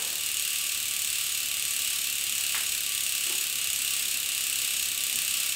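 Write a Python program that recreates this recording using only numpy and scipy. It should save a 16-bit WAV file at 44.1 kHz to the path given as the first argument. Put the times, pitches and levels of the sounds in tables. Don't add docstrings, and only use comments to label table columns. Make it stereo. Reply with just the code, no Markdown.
import sys
import numpy as np
from scipy import signal
from scipy.fft import rfft, irfft, next_fast_len
from scipy.io import wavfile

SR = 44100
rng = np.random.default_rng(int(sys.argv[2]) if len(sys.argv) > 2 else 0)


def voltage_ratio(level):
    return 10 ** (np.asarray(level, float) / 20)


def master_out(mix):
    frames = np.transpose(np.atleast_2d(mix))
    ceiling = np.clip(frames, -1, 1)
    pcm = np.round(ceiling * 32767).astype(np.int16)
    wavfile.write(sys.argv[1], SR, pcm)


N = 244755
SIZE = next_fast_len(N + SR)
HZ = np.fft.rfftfreq(SIZE, 1 / SR)

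# hz, density_db
FLOOR_MID = [(13, -37), (22, -6), (43, -10), (75, 1.5), (162, -5.5), (248, -3.5), (297, -7), (356, -5),
             (380, -8), (696, -6.5), (833, -9), (981, -13), (1100, -15), (1430, -32), (2420, -120)]
FLOOR_SIDE = [(15, -39), (25, -9), (48, -6), (158, 2.5), (384, 3), (682, 0.5), (917, -4), (1150, -5),
              (1600, -9), (2080, -39), (3520, -120)]
FLOOR_MID_DB, FLOOR_SIDE_DB = -54.5, -58

# hz, t60_s
ROOM_DECAY = [(100, 0.76), (1000, 0.69), (3000, 0.69), (8000, 0.34), (16000, 0.44)]
# hz, level_db
DIFFUSE_WIDTH = [(100, -14), (400, -14), (1200, -13.5), (2000, -24), (3000, -16.5), (5500, -22.5),
                 (7200, -26), (8600, -8), (10000, -29), (13000, -24)]

# level_db, centre_hz, width_hz, t60_s
PUSH_REMNANT = (-40, 600, 1600, 1.1)

# start_s, level_db, centre_hz, width_hz, length_ms
FOOTFALLS = [
    (2.5469, -14, 2100, 2600, .1),
    (2.548, -41, 500, 900, 10),
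    (3.255, -46, 350, 180, 22),
    (3.29, -41.5, 370, 220, 12),
    (3.285, -42, 950, 1300, 35),
    (5.125, -48, 160, 250, 12),
]
FOOTFALL_ROOM_DB, FIRST_WALL_MS = -5.5, 2.99

TEETH = 24
# mean_lag_ms, swing_ms, latest_tooth, skew_rad, pointedness (0 to 1)
FIRST_PAWL_LAG = (0.0, .39, 17.2, .35, .6)
SECOND_PAWL_LAG = (1.3, 1.36, 23.6, 0, .97)
# lag_ms, pitch_hz, level_db, t60_ms
FIRST_PAWL_TICK = [(0, 8400, 1.5, 2.2), (0, 10200, -4, 2), (.2, 6900, -17, 4), (0, 14800, -8, 3),
                   (.6, 12900, -9, 3.5), (.6, 3900, -16, 5), (.5, 2750, -20, 9)]
SECOND_PAWL_TICK = [(0, 12700, -6, 2), (0, 14700, -6, 1.7), (0, 7800, -12, 2), (0, 10500, -12, 2),
                    (0, 3900, -10, 5), (0, 5000, -12, 3), (.1, 2750, -12, 10), (.55, 13200, -14, 2)]

# hz, level_db
WHEEL_COLOUR = [(530, -59), (900, -34), (1090, -21), (1210, -17), (2100, -11), (2400, -6), (2860, -3),
                (5630, -7), (8340, -2), (10000, -8), (10800, -13), (12700, -5), (13500, -10),
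                (15500, -11.5)]
# pitch_hz, width_hz, level_db
WHEEL_MODES = [(1155, 16, 13), (1345, 30, 3), (2300, 60, 3), (2576, 55, 5), (2705, 40, 8.5),
               (2842, 30, 7), (2940, 25, 6), (3100, 40, 3), (4280, 90, 3), (4790, 50, 3),
               (5600, 80, 3),
               (6735, 100, 8), (7060, 70, 5), (7410, 50, 4), (7800, 90, 5), (8180, 40, 4), (8337, 40, 4),
             (8463, 30, 7), (8650, 60, 5), (9180, 90, 3), (10330, 140, 9), (12670, 60, 3), (14300, 60, 3),
             (15000, 80, 4), (15350, 60, 3)]

# lag_ms, level_db, centre_hz
REFLECTIONS = [(1.3, -12, 12000), (2.78, -10, 12000), (5.75, -5, 7200), (13.6, -14, 8500), (16.2, -6, 2700),
               (18.3, -14, 12000), (21.2, -10, 6800)]
REFLECTION_OCTAVES = .6

START_S, START_TURNS_PER_S = -.004612, 1.567753
BEARING_DRAG, AIR_DRAG = .005205, .0145775
SWELL_DB, LOUDEST_TOOTH = 0.3, 21.3
BUZZ_DB = -29.5

# start_db, time_constant_s
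GAIN_RECOVERY = [(-1, 0.13), (-2.52, 4.6)]


def evened(x):
    return x / np.sqrt(np.mean(x ** 2) + 1e-20)


def read(points, hz):
    table_hz, value = np.transpose(points)
    return np.interp(np.log(hz + 1), np.log(table_hz + 1), value)


def band(x, centre_hz, width_hz):
    b, a = signal.iirpeak(centre_hz, centre_hz / width_hz, SR)
    return signal.lfilter(b, a, x)


def causal(gain_db):
    cepstrum = irfft(np.log(voltage_ratio(np.maximum(gain_db, -100))), SIZE)
    cepstrum[1:SIZE // 2] *= 2
    cepstrum[SIZE // 2 + 1:] = 0
    return np.exp(rfft(cepstrum))


def room_floor():
    noise = rfft(rng.standard_normal((2, SIZE)))
    mid = evened(irfft(noise[0] * voltage_ratio(read(FLOOR_MID, HZ)), SIZE)) * voltage_ratio(FLOOR_MID_DB)
    side = evened(irfft(noise[1] * voltage_ratio(read(FLOOR_SIDE, HZ)), SIZE)) * voltage_ratio(FLOOR_SIDE_DB)
    return np.array([mid, side])[:, :N]


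def push_remnant():
    level_db, centre_hz, width_hz, t60_s = PUSH_REMNANT
    noise = evened(band(rng.standard_normal((2, N)), centre_hz, width_hz))
    decay = voltage_ratio(level_db - 60 * np.arange(N) / SR / t60_s)
    side_against_mid = voltage_ratio(np.array([[0], [-7.]]))
    return noise * decay * side_against_mid


def diffuse_path(rattle_db, rattle_t60_s=.022):
    noise = rng.standard_normal((2, SR // 2))
    hz, frame_s, z = signal.stft(noise, SR, nperseg=128)
    decay = voltage_ratio(-60 * frame_s / read(ROOM_DECAY, hz)[:, None])
    late = signal.istft(z * decay, SR, nperseg=128)[1][:, :SR // 2]
    t = np.arange(SR // 2) / SR
    rattle = noise * voltage_ratio(rattle_db - 60 * t / rattle_t60_s) * np.clip(t / .0007, 0, 1)
    path = rattle + late * np.clip(t / .012, 0, 1)
    return rfft(path / np.linalg.norm(late[0]), SIZE) * [HZ ** 0, voltage_ratio(read(DIFFUSE_WIDTH, HZ))]


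def footfalls():
    near, to_room = np.zeros(SIZE), np.zeros(SIZE)
    for start_s, level_db, centre_hz, width_hz, length_ms in FOOTFALLS:
        u = np.arange(4000) / SR / (length_ms / 1000)
        grit = rng.standard_normal(len(u)) if length_ms > 1 else 1
        push = grit * u * np.exp(-2 * u)
        burst = band(band(push, centre_hz, width_hz), centre_hz, width_hz)
        burst *= -voltage_ratio(level_db) / abs(burst).max()
        near[round(start_s * SR):][:len(u)] += burst
        wall_s = start_s + FIRST_WALL_MS / 1000
        to_room[round(wall_s * SR):][:len(u)] += burst * voltage_ratio(FOOTFALL_ROOM_DB)
    out = irfft(rfft(to_room) * diffuse_path(rattle_db=8.0, rattle_t60_s=0.32), SIZE)
    out[0] += near
    return out[:, :N]


def tooth_times(tooth):
    rest = BEARING_DRAG / AIR_DRAG
    speed = np.sqrt((START_TURNS_PER_S ** 2 + rest) * np.exp(-2 * AIR_DRAG * tooth / TEETH) - rest)
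    s = np.cumsum(1 / speed) / TEETH
    return START_S + s - s[tooth == 0]


def pawl_drops(tooth, lag_ms, swing_ms, latest, skew, point, facing_db, tooth_db, chance_db=.4):
    wear = rng.standard_normal((TEETH, 2))[tooth % TEETH]
    luck = rng.standard_normal((len(tooth), 2))
    angle = 2 * np.pi * (tooth - latest) / TEETH
    facing = np.arcsin(point * np.cos(angle + skew * (1 - np.cos(angle)))) / np.arcsin(point)
    late_ms = lag_ms + swing_ms * facing + .05 * wear[:, 0] + .025 * luck[:, 0]
    level_db = facing_db * facing + tooth_db * wear[:, 1] + chance_db * luck[:, 1]
    return late_ms / 1000, level_db


def impulse_train(s, size):
    out, span = np.zeros(SIZE), np.arange(-16, 17)
    place = s * SR + SR // 2
    at = np.round(place).astype(int)[:, None] + span
    clicks = size[:, None] * np.sinc(at - place[:, None]) * np.hanning(len(span))
    np.add.at(out, at, clicks)
    return rfft(out)


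def pawl_tick(modes):
    lag_ms, pitch_hz, level_db, t60_ms = np.transpose(modes)[:, :, None]
    ms = np.maximum(np.arange(2000) * 1000 / SR - lag_ms, 0)
    onset = 1 - np.exp(-ms / .05)
    decay = voltage_ratio(level_db - 60 * ms / t60_ms)
    ringing = onset * decay * np.sin(2 * np.pi * pitch_hz * ms / 1000)
    return rfft(ringing.sum(0), SIZE)


def reflections():
    path = 1
    for lag_ms, level_db, centre_hz in REFLECTIONS:
        octaves = np.log2((HZ + 1) / centre_hz)
        gain = voltage_ratio(level_db - 6 * (octaves / REFLECTION_OCTAVES) ** 2)
        path = path + gain * np.exp(-2j * np.pi * HZ * lag_ms / 1000)
    return path


def wheel_response():
    colour_db = read(WHEEL_COLOUR, HZ)
    for pitch_hz, width_hz, level_db in WHEEL_MODES:
        colour_db = colour_db + level_db / (1 + (2 * (HZ - pitch_hz) / width_hz) ** 2)
    return causal(colour_db)


def freewheel(ring_db=-5.0, sectors=12):
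    tooth = np.arange(-16, 196)
    s = tooth_times(tooth)
    swell_db = SWELL_DB * np.cos(2 * np.pi * (tooth - LOUDEST_TOOTH) / TEETH)
    lag1, db1 = pawl_drops(tooth, *FIRST_PAWL_LAG, facing_db=.7, tooth_db=.4)
    lag2, db2 = pawl_drops(tooth, *SECOND_PAWL_LAG, facing_db=0, tooth_db=.6)
    first = s + lag1, voltage_ratio(swell_db + db1)
    second = s + lag2, voltage_ratio(swell_db + db2)

    direct = impulse_train(*first) * pawl_tick(FIRST_PAWL_TICK)
    direct = direct + impulse_train(*second) * pawl_tick(SECOND_PAWL_TICK)
    small_hub_db = read([(1100, -19.0), (1900, -16.5), (2500, -5.5)], HZ)
    direct = direct * reflections() * causal(small_hub_db)

    when, size = np.concatenate([first, second], 1)
    angle = np.concatenate([tooth, tooth + TEETH / 2]) / TEETH
    diffuse = 0
    for k in range(sectors):
        away = (angle * sectors - k + sectors / 2) % sectors - sectors / 2
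        share = np.cos(np.pi / 2 * np.clip(away, -1, 1))
        diffuse = diffuse + impulse_train(when, size * share) * diffuse_path(rattle_db=7.)

    ringing = irfft(diffuse * wheel_response(), SIZE)[:, SR // 2:][:, :N]
    both = evened(ringing) * np.sqrt(2) * voltage_ratio(ring_db)
    both[0] -= evened(irfft(direct, SIZE)[SR // 2:][:N]) * voltage_ratio(-3.4)
    return both * voltage_ratio(BUZZ_DB)


def scene():
    mid, side = room_floor() + push_remnant() + footfalls() + freewheel()
    return np.array([mid + side, mid - side])


def top_cut(x):
    return signal.sosfilt(signal.butter(12, 16850, fs=SR, output="sos"), x)


def record(dry):
    t = np.arange(N) / SR
    gain = voltage_ratio(sum(start_db * np.exp(-t / time_s) for start_db, time_s in GAIN_RECOVERY))
    low_pass = signal.firwin(801, 15770, window=("kaiser", 10), fs=SR)
    mix = signal.oaconvolve(dry * gain, low_pass[None], "same")
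    return top_cut(mix)


dry = scene()
out = record(dry)
master_out(out)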